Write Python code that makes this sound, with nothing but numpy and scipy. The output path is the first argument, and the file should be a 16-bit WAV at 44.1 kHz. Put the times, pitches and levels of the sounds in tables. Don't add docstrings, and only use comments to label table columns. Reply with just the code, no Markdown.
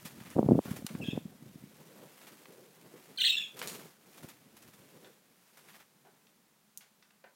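import sys
import numpy as np
from scipy import signal
from scipy.fft import rfft, irfft
from scipy.io import wavfile

SR = 44100
rng = np.random.default_rng(int(sys.argv[2]) if len(sys.argv) > 2 else 0)


def to_wav(sig):
    pcm = np.clip(np.atleast_2d(sig), -1, 1) * 32767
    pcm = np.round(pcm).astype(np.int16)
    wavfile.write(sys.argv[1], SR, pcm.T)


N = 324135
TIME = np.arange(N) / SR


def undb(db):
    return 10 ** (np.asarray(db) / 20)


def unit(x):
    return x / np.sqrt(np.mean(x ** 2))


def level_curve(rows):
    s, db = np.transpose(rows)
    return np.interp(TIME, s, db)


def along(points, hz):
    f, value = np.transpose(points)
    return np.interp(np.log(np.maximum(hz, 1)), np.log(f), value)


def coloured(x, colour):
    gain = undb(along(colour, np.fft.rfftfreq(N, 1 / SR)))
    return irfft(rfft(x) * gain, N)


def noise(colour):
    return unit(coloured(rng.standard_normal(N), colour))


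def band(x, low_hz, high_hz, order=2):
    sos = signal.butter(order, [low_hz, high_hz], "band", fs=SR, output="sos")
    return signal.sosfilt(sos, x)


def walk(rate, size=N):
    knots = rng.standard_normal(size)
    return unit(np.interp(np.arange(size) * rate / SR, np.arange(size), knots))


def add(track, s, sound):
    i = max(int(s * SR), 0)
    track[i:i + len(sound)] += sound[:max(N - i, 0)]


def room_tone(floor_db=-69.0):
    # [f/Hz, relative level/dB]
    hiss_colour = [(18, -67), (30, -33.5), (114, -29.5), (137, -18.5), (208, -10), (243, -17), (299, -23.5),
                   (945, -23.5), (2910, -28.5), (3880, -29), (4540, -29.5), (7650, -30.5), (15500, -31.5)]
    # [f/Hz, level/dB]
    hum_lines = [(215.3, -83), (441.4, -93.5)]
    hum = np.zeros(N)
    for hz, db in hum_lines:
        phase = 2 * np.pi * np.cumsum(hz + 2 * walk(4.7)) / SR
        hum += undb(db) * np.sqrt(2) * np.sin(phase)
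    return undb(floor_db) * noise(hiss_colour) + hum


def room(x):
    # [f/Hz, decay/s]
    decay_times = [(150, 0.29), (1000, 0.3), (3200, 0.27), (8000, 0.33), (16000, .2)]
    t = TIME[:SR * 3 // 5]
    edges = np.geomspace(80, 20000, 9)
    tail = np.zeros(len(t))
    for low_hz, high_hz in zip(edges, edges[1:]):
        t60 = along(decay_times, np.sqrt(low_hz * high_hz))
        tail += band(rng.standard_normal(len(t)), low_hz, high_hz) * np.exp(-np.log(1000) * t / t60)
    tail *= np.clip((t - .003) / 0.0013, 0, 1)
    return signal.fftconvolve(x, tail / np.sqrt(np.sum(tail ** 2)))[:N]


def whirr(whirr_db=-2.5, flutter_db=3.0, swell_width=0.21):
    # [t/s, relative level/dB]
    out_levels = [(1.7, -67.5), (1.986, -54), (2.212, -63.5), (2.6, -60), (2.738, -65.5), (2.838, -59),
                  (3.15, -61)]
    # [t/s, relative level/dB]
    back_levels = [(3.52, -61.5), (3.62, -47.5), (3.89, -57), (3.94, -72), (4.22, -57.5), (4.24, -51.5),
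                   (4.33, -67.5), (5.1, -60), (5.46, -81), (5.72, -69.5), (5.89, -77), (6.04, -68),
                   (6.7, -84)]
    # [f/Hz, relative level/dB]
    whirr_colour = [(30, -37), (85, -22), (150, 2.5), (240, -2), (320, -2.5), (480, -3.5), (700, -12.5),
                    (1200, -18.5), (3000, -38)]
    # [centre t/s, relative level/dB, half length/s, centre f/Hz]
    hollow_swells = [(1.997, -62.5, 0.1, 510), (2.553, -60, 0.096, 440), (2.999, -64.5, 0.096, 450),
                     (3.643, -52, 0.054, 460), (5.04, -65, 0.084, 445)]
    level_db = level_curve(list(out_levels) + list(back_levels))
    out = noise(whirr_colour) * undb(level_db + whirr_db)
    air = rng.standard_normal(N)
    for s, db, length, hz in hollow_swells:
        tone = unit(band(air, hz * (1 - swell_width), hz * (1 + swell_width)))
        out += undb(db) * tone * np.exp(-((TIME - s) / length) ** 2 / 2)
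    return out * undb(flutter_db * walk(36))


def ticks(claw_clicks=3):
    # [t/s, level/dB, fade/s, room send/dB]
    feather_snaps = [(0.056, -47, 0.022, -24), (.303, -43.5, 0.0013, -1), (.8655, -30.5, .003, -14),
                     (3.591, -40.5, 0.0093, -7), (3.6737, -30.5, .002, 1.5), (4.29, -60, 0.0026, -20)]
    # [t/s, level/dB, fade/s, centre f/Hz, room send/dB]
    dull_taps = [(.656, -45, 0.007, 657, 3.5), (.951, -44, 0.0052, 700, -7), (2.456, -43, .002, 900, -16.5),
                 (3.616, -26.5, 0.0021, 1220, -8.5), (5.046, -49, .004, 1430, -1),
                 (6.05, -57, 0.0081, 480, 5.5), (6.269, -60, .0047, 2460, -3),
                 (6.808, -57.5, 0.018, 1810, -2), (7.025, -56, 0.0062, 1900, -3.5),
                 (7.106, -58.5, 0.005, 1250, -5.5), (7.24, -49, 0.0097, 700, -2.5)]
    tap_spread = 2.26
    cracks = [(s, db, fade, 604, 12150, room_db) for s, db, fade, room_db in feather_snaps]
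    for s, db, fade, hz, room_db in dull_taps:
        cracks.append((s, db, fade, hz / tap_spread, hz * tap_spread, room_db))
    for k in range(claw_clicks):
        cracks.append((6.7745 + k * .006, -25.5 - k * 12, .0006, 6300, 14500, -11))
    direct, send = np.zeros(N), np.zeros(N)
    t = TIME[:SR // 10]
    for s, db, fade, low_hz, high_hz, room_db in cracks:
        burst = unit(band(rng.standard_normal(len(t)), low_hz, high_hz))
        crack = undb(db) * burst * np.exp(-t / fade)
        add(direct, s, crack)
        add(send, s, crack * undb(room_db))
    return direct, send


def chirp(length, from_hz, to_hz, rasp, jitter=.016, rasp_jitter=0.022, tremor=.016, shimmer_db=3.,
          half_db=-10., buzz_hz=690., buzz_db=-13.5):
    harmonic_levels = [-3, -25.5, -31, -32.5, -32.5]
    attack_s, release_s = 0.0026, 0.0033
    t = np.arange(0, length, 1 / SR)
    hz = from_hz + (to_hz - from_hz) * np.sin(np.pi / 2 * t / length) ** 2
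    wobble, flutter, quaver = (walk(rate, size=SR // 4)[:len(t)] for rate in (1500, 450, 300))
    shaken_hz = hz * (1 + (jitter + rasp_jitter * rasp) * wobble + tremor * quaver)
    phase = 2 * np.pi * np.cumsum(shaken_hz) / SR
    voice = sum(undb(db) * np.sin((k + 1) * phase) for k, db in enumerate(harmonic_levels))
    halves = np.sin(phase / 2) + voice * np.cos(phase / 2)
    sideband = np.clip((hz - 2900) / 300, 0, 1) * np.sin(phase - 2 * np.pi * buzz_hz * t)
    voice = voice + np.clip(rasp, 0, 1) * undb(half_db) * halves / 2 + undb(buzz_db) * sideband
    envelope = np.clip(np.minimum(t / attack_s, (length - t) / release_s), 0, 1)
    return np.sqrt(2) * voice * envelope * undb(shimmer_db * flutter)


def budgie():
    # [start t/s, length/s, from f/Hz, to f/Hz, relative level/dB, rasp 0-1]
    call_notes = [(1.013, 0.027, 2700, 2550, -42.5, .1), (1.037, 0.045, 3314, 3256, -43.5, 0.9),
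                  (1.064, 0.017, 2690, 2670, -42, .2), (1.077, 0.026, 3300, 3260, -43, .3),
                  (1.099, 0.023, 2743, 2543, -41.5, 0.35), (1.108, 0.017, 3525, 3424, -40, .4),
                  (3.174, .009, 4340, 3897, -30.5, 0), (3.182, .018, 3090, 3100, -27.5, .7),
                  (3.197, 0.012, 3896, 4050, -26.5, 0.9), (3.204, 0.022, 4097, 2791, -21.5, 0.2),
                  (3.229, 0.028, 4060, 3160, -24.5, 0), (3.24, 0.013, 1674, 2170, -27, 0),
                  (3.249, .043, 4200, 2646, -21, .05), (3.293, 0.018, 3690, 3793, -19, 0),
                  (3.318, 0.041, 2630, 2770, -28.5, 0.2), (3.366, .025, 3523, 3434, -27.5, 0.4),
                  (3.402, 0.019, 2816, 2485, -32, .1), (3.415, .038, 3476, 3387, -35, 0.13)]
    # [f/Hz, gain/dB]
    throat_colour = [(1000, -27), (1600, -2.5), (2700, -1), (4200, 0), (5200, 1.5), (6300, 1.5), (7300, 4),
                     (9300, 7), (11000, -17.5), (15000, 9.5)]
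    out = np.zeros(N)
    for s, length, from_hz, to_hz, db, rasp in call_notes:
        add(out, s, undb(db) * chirp(length, from_hz, to_hz, rasp))
    return coloured(out, throat_colour)


def airborne(landed_s=6.3, settle_s=.2):
    return np.exp(-np.maximum(TIME - landed_s, 0) / settle_s)


def feathers(rush_db=1., beat_db=1.1, grain_db=2.0):
    # [first stroke t/s, strokes/count, first level/dB, last level/dB, dull share 0-1]
    stroke_flurries = [(.055, 1, -44.5, -44.5, 0.03), (.204, 3, -52, -52, .7), (.654, 3, -50.5, -46, 0.06),
                       (0.892, 2, -49.5, -66, 1), (1.163, 1, -56.5, -56, 0.5), (2.217, 2, -56, -51, 0.34),
                       (2.965, 1, -60, -60, .9), (3.571, 2, -49, -40, 0.46), (3.694, 2, -47, -46.5, 0),
                       (4.178, 3, -54.5, -48.5, 0.03), (4.57, 5, -54.5, -60, 0), (5.575, 1, -56, -58, .4),
                       (5.688, 3, -54, -56, 0.73)]
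    # [t/s, relative level/dB]
    rush_levels = [(.1, -60), (.55, -61.5), (.71, -54.5), (.82, -63.5), (.9, -58.5), (1.3, -67),
                   (1.75, -64.5), (2.3, -61), (2.7, -66), (3.05, -62.5), (3.53, -66), (3.69, -50.5),
                   (3.86, -59), (3.98, -71), (4.15, -61.5), (4.4, -69), (5.07, -65), (5.25, -74.5),
                   (5.77, -62), (5.86, -75)]
    # [f/Hz, relative level/dB]
    near_colour = [(30, -24), (150, -4), (400, 3), (900, 3.5), (2200, 3), (4500, -1.5), (8000, -2.5),
                   (14000, -2), (16000, -5.5)]
    # [f/Hz, relative level/dB]
    far_colour = [(30, -33.5), (150, -12.5), (500, -7.5), (1000, -1.5), (1900, -1.5), (3000, -5.5),
                  (5000, -15.5), (15000, -23)]
    wing_beat_hz, rise_s, fade_s = 18., .013, .011
    bright, dull = np.zeros(N), np.zeros(N)
    t = TIME[:SR // 4]
    fade = np.exp(-np.abs(t - rise_s) / fade_s / 2)
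    stroke = np.where(t < rise_s, (t / rise_s) ** 2, fade)
    for first, count, first_db, last_db, dull_share in stroke_flurries:
        count = int(count)
        times = first + np.arange(count) / wing_beat_hz
        for s, db in zip(times, np.linspace(first_db, last_db, count)):
            power = (undb(db) * stroke) ** 2
            add(bright, s - rise_s, (1 - dull_share) * power)
            add(dull, s - rise_s, dull_share * power)
    beat = np.sin(2 * np.pi * np.cumsum(wing_beat_hz * (1 + 0.089 * walk(20.0))) / SR)
    rush = undb(level_curve(rush_levels) + rush_db + beat_db * beat) * airborne()
    hiss = noise(near_colour) * np.sqrt(bright + rush ** 2) + noise(far_colour) * np.sqrt(dull)
    return hiss * undb(grain_db * walk(900))


def pressure_swing(hz, ring=1.1, port_hz=230., port_width_hz=85., bass_cut_hz=125.0,
                   steepness=0.92, tail_power=2.84):
    t = np.arange(-SR // 20, SR // 20) / SR
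    u = np.pi * hz * steepness * t
    swing = band(u / (1 + u ** 2 / 2) ** (tail_power + 1), bass_cut_hz, 2000, order=3)
    ringing = band(swing, port_hz - port_width_hz / 2, port_hz + port_width_hz / 2, order=1)
    return swing + ring * ringing


def wing_wash(gustiness_db=4.0, fast_db=7.0, fast_low_hz=300., fast_high_hz=560.):
    # [t/s, peak level/dB, nominal swing speed f/Hz]
    strong_eddies = [(0.056, -38.5, 160), (.214, -38, 146), (.366, -23, 499), (.383, -17.5, 399),
                     (0.388, -17.5, 620), (.393, -8.5, 434), (0.43, -16, 470), (.489, -11, 457),
                     (.497, -17, 260.1), (.511, -11.5, 380), (.52, -6.5, 304), (0.532, -15, 230),
                     (.555, -15.5, 274), (.583, -17.5, 280), (.591, -12.5, 497), (.659, -30, 193),
                     (.716, -22.5, 124), (0.848, -30, 182), (.953, -27, 197), (1.034, -30.5, 210),
                     (1.087, -23, 187), (1.134, -26, 256), (1.177, -20.5, 410), (1.257, -32.5, 158),
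                     (1.426, -40, 195), (1.559, -38, 182), (1.64, -38.5, 203)]
    # [start t/s, end t/s, first relative level/dB, last relative level/dB]
    wake_spells = [(0.025, 0.345, -58, -53), (.364, 0.416, -31, -31), (0.446, .588, -33, -32),
                   (.658, 0.823, -45, -49), (0.906, 1.189, -47, -40), (1.205, 1.8, -54.5, -62),
                   (4.229, 4.246, -46.5, -48.5), (4.28, 4.836, -65.5, -64)]
    # [f/Hz, relative level/dB]
    wash_colour = [(20, -44), (45, -34), (75, -7.5), (140, 1.5), (220, 1.5), (400, -11.5), (700, -17.5),
                   (1300, -34), (2500, -53.5)]
    edge_db_per_s = 1600.
    out = np.zeros(N)
    for s, db, hz in strong_eddies:
        swing = pressure_swing(hz)
        size = np.abs(signal.hilbert(swing))
        add(out, s - np.argmax(size) / SR, undb(db) * swing / size.max() * rng.choice([-1, 1]))
    wake = np.zeros(N)
    for start, end, first_db, last_db in wake_spells:
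        outside = np.abs(TIME - np.clip(TIME, start, end))
        wake += undb(np.interp(TIME, [start, end], [first_db, last_db]) - edge_db_per_s * outside)
    fast = unit(band(rng.standard_normal(N), fast_low_hz, fast_high_hz, order=3))
    churn = noise(wash_colour) + undb(fast_db) * np.sqrt(wake) * fast
    churn = churn * wake * undb(gustiness_db * walk(110) - 1.5)
    return out + band(churn, 75, 1300)


def scene():
    swish = feathers()
    tick, tick_send = ticks()
    calls = budgie()
    reverb = room(undb(-15.5) * swish + tick_send + undb(-7.0) * calls)
    near = wing_wash() + swish + tick + undb(-4) * calls
    return (near + whirr() + reverb + room_tone())[None]


def record(dry):
    return signal.sosfilt(signal.ellip(10, .2, 70, 16000, fs=SR, output="sos"), dry)


dry = scene()
out = record(dry)
to_wav(out)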